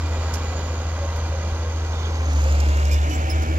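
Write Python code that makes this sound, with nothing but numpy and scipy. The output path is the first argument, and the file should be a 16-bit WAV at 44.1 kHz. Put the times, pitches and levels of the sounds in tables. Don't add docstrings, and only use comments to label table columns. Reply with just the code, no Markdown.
import sys
import numpy as np
from scipy import signal
from scipy.fft import rfft, irfft, next_fast_len
from scipy.io import wavfile
from scipy.ndimage import uniform_filter1d, map_coordinates

SR = 44100
rng = np.random.default_rng(int(sys.argv[2]) if len(sys.argv) > 2 else 0)


def transcribe(signal):
    frames = np.atleast_2d(signal).T
    limited = np.clip(frames, -1, 1)
    pcm = np.round(limited * 32767).astype(np.int16)
    wavfile.write(sys.argv[1], SR, pcm)


def how_loud(loudness_db):
    steps = np.asarray(loudness_db, float) / 20
    return 10 ** steps


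N = 157878

# time_s, firing_rate_hz
FIRING_RATE = [(0, 81.4), (.09, 80.6), (2.08, 80.6), (2.22, 78.9), (2.37, 73.9), (2.45, 73.3), (2.8, 72.9),
               (2.95, 73.4), (3.15, 76.6), (3.28, 77.3), (3.58, 77.2)]
# time_s, level_db
FUEL = [(0, -23), (.5, -26), (2.1, -24), (2.26, -22), (2.37, -17.5), (2.5, -17), (2.78, -18), (2.95, -16.5),
        (3.08, -20.5), (3.14, -24.5), (3.19, -21.5), (3.3, -24), (3.36, -18.5), (3.42, -21.5), (3.455, -28),
        (3.5, -21), (3.58, -21)]
# time_s, left_port_lag_ms
LEFT_LAG = [(0, 0.072), (.9, 0.078), (1.7, 0.091), (2.1, 0.14), (2.5, 0.25), (2.9, 0.34), (3.58, 0.41)]
# time_s, gain_db
RANGE_GAIN = [(0, 1), (.3, 2), (.8, 0.9), (1.4, -0.2), (2.1, 0.3), (2.5, 0.9), (3, 0.64), (3.58, -0.5)]
CYLINDER_EXCESS = [0.2, -0.4, -0.67, 0.48, 0.12, -0.2]
# cycle_order, level_db
EXHAUST_PIPE = [(1, -55), (3, -29), (4, -7), (5, 4.5), (6, 0), (7, -4.5), (11, -12.5), (12, -32),
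                (14, -34.5), (30, -39)]
# cycle_order, facing_db, turned_db
GEAR_LINES = [(24.69, -51, -51.5), (50.16, -57.5, -48), (59.15, -55, -50), (70.56, -54.5, -58.5),
              (79.9, -54, -64)]
# freq_hz, level_db
ROAR_FACING = [(22, -31), (40, 1), (110, -5.5), (200, -6), (370, -8), (520, -5), (1200, -13.5),
               (1800, -12.5), (9000, -21.5)]
# freq_hz, level_db
ROAR_TURNED = [(22, -22), (40, 0), (110, 1.5), (200, -7.5), (330, -4.5), (800, -7.5), (1500, -13),
               (2400, -9.5), (4000, -20.5), (9000, -17.5)]
# centre_hz, width_hz, gain_db
PANELS_FACING = [(530, 53, 3), (1045, 200, 3.5), (1590, 150, 0.5), (1790, 69, -9.5), (1980, 46, 3),
                 (2160, 68, -6), (2410, 36, 6.5), (2598, 122, -7), (2740, 42, 3), (4640, 140, 3.5)]
# centre_hz, width_hz, gain_db
PANELS_TURNED = [(580, 62, 3), (1500, 120, 1), (2000, 71, -3.5), (2410, 180, -0.5), (2620, 73, -0.5),
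                 (2990, 130, -1.5), (4020, 110, 0), (7780, 280, 0)]
# time_s, whistle_hz, level_db, hiss_share
TURBO_WHISTLE = [(0, 7030, -45, 0.33), (.5, 6790, -43, 0.11), (1.2, 6450, -45.5, 0.11),
                 (2.25, 6330, -47, 0.28), (2.4, 6790, -37.5, 1), (2.65, 7330, -44, .95),
                 (2.9, 7360, -41, .95), (3.2, 6940, -48, 0.83), (3.58, 6850, -71, .95)]
# freq_hz, level_db
CLATTER_SPECTRUM = [(1500, -30), (3000, -4), (5000, -1.5), (7000, -9), (9000, -2), (12000, 2), (15000, 1)]
TAPPET_LEVELS = [-7, -1, -7, 2, -7, -1]
# time_s, low_hz, low_db, high_hz, high_db
DRIVE_WHINES = [(2.3, 2100, -66, 2640, -62), (2.52, 2150, -55, 2720, -50), (2.8, 2220, -54, 2800, -47.5),
                (3.02, 2260, -54, 2870, -48.5), (3.12, 2280, -51, 3000, -52),
                (3.32, 2293, -45.5, 3050, -52), (3.58, 2293, -46, 3060, -52)]
# start_s, length_s, pitch_hz, level_db, fall_per_overtone_db
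PIN_SQUEAKS = [(1.93, 0.14, 3590, -46, 25), (2.036, .02, 3250, -42, 25), (2.203, 0.014, 2350, -49, 25),
               (2.25, 0.012, 6400, -39.5, 25), (2.488, .015, 5000, -46, 37), (2.505, 0.013, 7150, -41, 25),
               (2.513, .012, 6700, -42, 25), (2.596, .012, 6580, -42, 29), (2.676, .012, 6400, -48, 22),
               (2.845, 0.011, 6250, -46, 33), (2.911, 0.025, 2410, -38.5, 25),
               (2.912, 0.036, 5170, -40.5, 0), (2.912, 0.025, 7440, -34, 25),
               (2.913, 0.028, 12400, -30, 25), (2.917, 0.11, 3550, -46.5, 23),
               (3.037, 0.026, 2414, -48, 25), (3.11, 0.034, 2980, -39.5, 8), (3.113, .02, 11600, -41, 25),
               (3.112, 0.024, 5800, -49, 25), (3.105, .02, 14700, -34, 25), (3.14, 0.024, 7420, -36, 25),
               (3.14, .02, 15620, -29, 25), (3.225, 0.22, 766, -43, 25), (3.298, 0.02, 5200, -36, -2.5),
               (3.297, .025, 15620, -31, 25)]
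# start_s, hold_s, level_db, t60_s
LINK_CLANKS = [(0.335, 0.0067, -30, 0.073), (1.16, .012, -48, .06), (2.33, .004, -46, .02),
               (2.415, .004, -44, .02), (2.437, .004, -43, .02), (2.6, 0.0046, -39, .02),
               (2.685, .005, -44, .02), (2.77, .004, -42, .02), (2.85, .005, -42, .02),
               (2.912, 0.0089, -40, .03), (2.928, 0.014, -40, 0.061), (3.093, 0.032, -46, .04),
               (3.131, 0.028, -46, 0.072), (3.296, .012, -45, 0.068), (3.418, 0.015, -43, .05)]
# freq_hz, level_db
LINK_SPECTRUM = [(1500, -14), (4300, -2), (4900, 9), (6500, 10), (8500, 11), (11000, 13.5), (13500, 14.5),
                 (15700, 7.5)]
# start_s, pitch_hz,
# level_db
THUDS = [(.03, 292.3, -37), (.06, 470, -39), (.12, 538, -46), (.31, 260, -41.5), (.34, 520, -49),
         (.64, 260, -44), (.65, 530, -40), (.78, 500, -45), (1.009, 560, -37), (1.3, 551, -40.5),
         (1.61, 471, -44), (2.27, 277.6, -37), (2.41, 530, -38), (2.44, 471, -42), (2.5, 575, -38),
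         (2.62, 139, -42), (2.66, 506, -45), (2.75, 570, -40.5), (2.96, 304.6, -46), (3.06, 300, -34),
         (3.109, 244.3, -35), (3.21, 116.3, -39), (3.27, 325.7, -40.5), (3.37, 230, -37),
         (3.44, 248, -40), (3.48, 319, -38)]
# freq_hz, correlation
LIKENESS = [(150, 1), (900, 0.92), (1600, 0.83), (3000, 0.55), (7000, 0.61), (12000, 0.18)]
# freq_hz, gain_db
RIGHT_PORT = [(6800, 0.5), (7400, -3.5), (8150, -17.5), (9300, -18.5), (11500, -15.5), (13000, -17.5),
              (14500, -27.5), (15600, -23)]
# freq_hz, gain_db
LEFT_OVER_RIGHT = [(400, 0), (700, -.5), (1400, 3), (2400, -3), (3500, -8), (7000, -13), (8500, -3),
                   (12000, -4)]
# freq_hz, level_db
SELF_NOISE = [(30, -106), (1000, -105), (8000, -116), (11500, -110), (15500, -120)]

IDLE_DB = -27.5
TOP_HZ = 15860


def unit(x):
    return x / np.sqrt(np.mean(x ** 2) + 1e-20)


def along(points, hz):
    f, v = np.transpose(points)
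    return np.interp(np.log(hz + 1e-3), np.log(f), v)


def curves(rows):
    s, *cols = np.transpose(rows)
    return [np.interp(np.arange(N) / SR, s, c) for c in cols]


def wobble(rate_hz):
    return unit(map_coordinates(rng.standard_normal(N // 4), [np.arange(N) * rate_hz / SR]))


def filtered(x, response):
    m = next_fast_len(N + 8192)
    return irfft(rfft(x, m) * response(np.fft.rfftfreq(m, 1 / SR)), m)[..., :N]


def pair(spectrum):
    def mid_side_gain(hz):
        angle = np.arccos(np.clip(along(LIKENESS, hz), -1, 1)) / 2
        return how_loud(along(spectrum, hz)) * [np.cos(angle), np.sin(angle)]

    mid, side = filtered(rng.standard_normal((2, N)), mid_side_gain)
    return unit(np.array([mid + side, mid - side]))


def fuzzy(hz, wide_hz):
    phase = 2 * np.pi * np.cumsum(hz * np.ones(N)) / SR
    return wobble(wide_hz) * np.cos(phase) + wobble(wide_hz) * np.sin(phase)


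def held(start_s, hold_s, t60_s):
    t = np.arange(N) / SR - start_s
    return np.clip(t / 0.0025, 0, 1) * how_loud(-60 * np.clip(t - hold_s, 0, 9) / t60_s)


def soil():
    rise_s, wide_hz = 0.035, 38
    out = 0
    for start_s, pitch_hz, level_db in THUDS:
        rises = np.clip((np.arange(N) / SR - start_s) / rise_s, 0, 50)
        swell = rises * np.exp(1 - rises)
        out = out + how_loud(level_db) * swell * fuzzy(pitch_hz, wide_hz)
    return out


def squeaks():
    pitch_jitter, roughness = 0.004, 0.5
    out = 0
    for start_s, length_s, pitch_hz, level_db, fall_db in PIN_SQUEAKS:
        phase = 2 * np.pi * np.cumsum(pitch_hz * (1 + pitch_jitter * wobble(200))) / SR
        rough = 1 + roughness * wobble(pitch_hz / 14)
        stack = 0
        for k in range(6):
            if (k + 1) * pitch_hz < TOP_HZ:
                stack = stack + how_loud(-fall_db * k) * np.sin((k + 1) * phase)
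        out = out + how_loud(level_db + 3.5) * held(start_s, length_s, 0.06) * rough * stack
    return out


def clanks():
    burst = sum(how_loud(db) * held(start_s, hold_s, t60_s) for start_s, hold_s, db, t60_s in LINK_CLANKS)
    return burst * how_loud(2.5 * wobble(300)) * pair(LINK_SPECTRUM) * 5


def drive_whine(hz, wide_hz):
    tone = np.sqrt(2) * np.sin(2 * np.pi * np.cumsum(hz + 6 * wobble(30)) / SR)
    return tone + 0.45 * fuzzy(hz, wide_hz)


def drive():
    low_hz, low_db, high_hz, high_db = curves(DRIVE_WHINES)
    low = how_loud(low_db) * drive_whine(low_hz, wide_hz=60)
    return low + how_loud(high_db) * drive_whine(high_hz, wide_hz=45)


def gears(cycle, turned):
    out = 0
    for order, facing_db, turned_db in GEAR_LINES:
        level_db = facing_db + (turned_db - facing_db) * turned ** 3 + 3.75 * wobble(12)
        line = np.sin(2 * np.pi * order * cycle + 0.65 * wobble(15))
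        out = out + np.sqrt(2) * how_loud(level_db) * line
    return out


def turbo():
    hz, level_db, share = curves(TURBO_WHISTLE)
    share = np.clip(share, 0, 1)
    whistle = np.sqrt(1 - share) * fuzzy(hz, wide_hz=260)
    hiss = np.sqrt(share) * fuzzy(hz, wide_hz=1700)
    return how_loud(level_db) * (whistle + hiss)


def clatter(cycle, fuel_db):
    level_db, growth_db_per_db, t60_s = -56.5, 2.06, 0.018
    late_firings, scatter_db, wash = 0.6, 2.5, 0.28
    firing = 6 * (cycle + 1) - late_firings
    size_db = np.tile(TAPPET_LEVELS, 70) + scatter_db * rng.standard_normal(420)
    since_tick_s = firing % 1 / 78
    ticks = wash + how_loud(size_db[firing.astype(int)] - 60 * since_tick_s / t60_s)
    effort_db = uniform_filter1d(fuel_db, size=6000) - IDLE_DB
    return how_loud(level_db + growth_db_per_db * effort_db) * unit(ticks * pair(CLATTER_SPECTRUM))


def panels(x, bumps):
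    def gain(hz):
        return how_loud(sum(db * np.exp(-0.5 * ((hz - centre) / wide) ** 2) for centre, wide, db in bumps))

    return unit(filtered(x, gain))


def strands(x):
    depth_db, corner_hz = 1.6, 6000
    hz, _, z = signal.stft(x, SR, nperseg=4096, noverlap=3584)
    field = uniform_filter1d(rng.standard_normal(z.shape[1:]), size=2, axis=0)
    field = unit(uniform_filter1d(field, size=10, axis=1))
    depth = depth_db / (1 + (hz[:, None] / corner_hz) ** 2)
    _, y = signal.istft(z * how_loud(depth * field), SR, nperseg=4096, noverlap=3584)
    return unit(y[:, :N])


def roar(cycle, turned):
    gate = 1 + 0.11 * np.cos(12 * np.pi * cycle) + 0.07 * np.cos(2 * np.pi * cycle) + 0.04 * wobble(8)
    share = turned ** 1.3
    facing = how_loud(-33) * strands(panels(pair(ROAR_FACING), PANELS_FACING))
    away = how_loud(-29.5) * strands(panels(pair(ROAR_TURNED), PANELS_TURNED))
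    return gate * (np.sqrt(1 - share) * facing + np.sqrt(share) * away)


def exhaust(cycle, fuel_db):
    orders = np.arange(1, 25)
    imbalance = np.fft.fft(CYLINDER_EXCESS)[orders % 6] / 6
    out = 0
    for order, share in zip(orders, imbalance):
        if order % 6 == 0:
            size = how_loud(fuel_db + 0.34 * wobble(19))
        else:
            size = share * how_loud(IDLE_DB + 0.68 * wobble(4.5))
        wave = np.real(size * np.exp(2j * np.pi * order * cycle))
        out = out + np.sqrt(2) * how_loud(along(EXHAUST_PIPE, order)) * wave
    return out


def scene():
    (rate_hz,), (fuel_db,), (lag_ms,) = curves(FIRING_RATE), curves(FUEL), curves(LEFT_LAG)
    (range_db,) = curves(RANGE_GAIN)
    cycle = 0.01 + np.cumsum(rate_hz) / 6 / SR
    turned = np.clip((lag_ms - 0.1) / 0.28, 0, 1)
    machine = soil() + squeaks() + clanks() + drive() + gears(cycle, turned) + turbo()
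    machine = machine + how_loud(range_db) * (clatter(cycle, fuel_db) + roar(cycle, turned))
    machine = machine + exhaust(cycle, fuel_db)
    heard_at = np.arange(N) - lag_ms * SR / 1000
    late = map_coordinates(machine[0], [heard_at], order=5, mode="nearest")
    return np.array([late, machine[1]])


def roll_off(x):
    return signal.sosfilt(signal.butter(12, 15860, fs=SR, output="sos"), x)


def record(dry):
    def port_gain(hz):
        return how_loud(along(RIGHT_PORT, hz) + along(LEFT_OVER_RIGHT, hz) * [[1], [0]])

    def noise_gain(hz):
        return how_loud(along(SELF_NOISE, hz)) * np.sqrt(SR / 2)

    ports = filtered(dry, port_gain)
    hiss = filtered(rng.standard_normal((2, N)), noise_gain)
    mix = filtered(ports + hiss, lambda hz: hz < TOP_HZ)
    return roll_off(mix)


dry = scene()
out = record(dry)
transcribe(out)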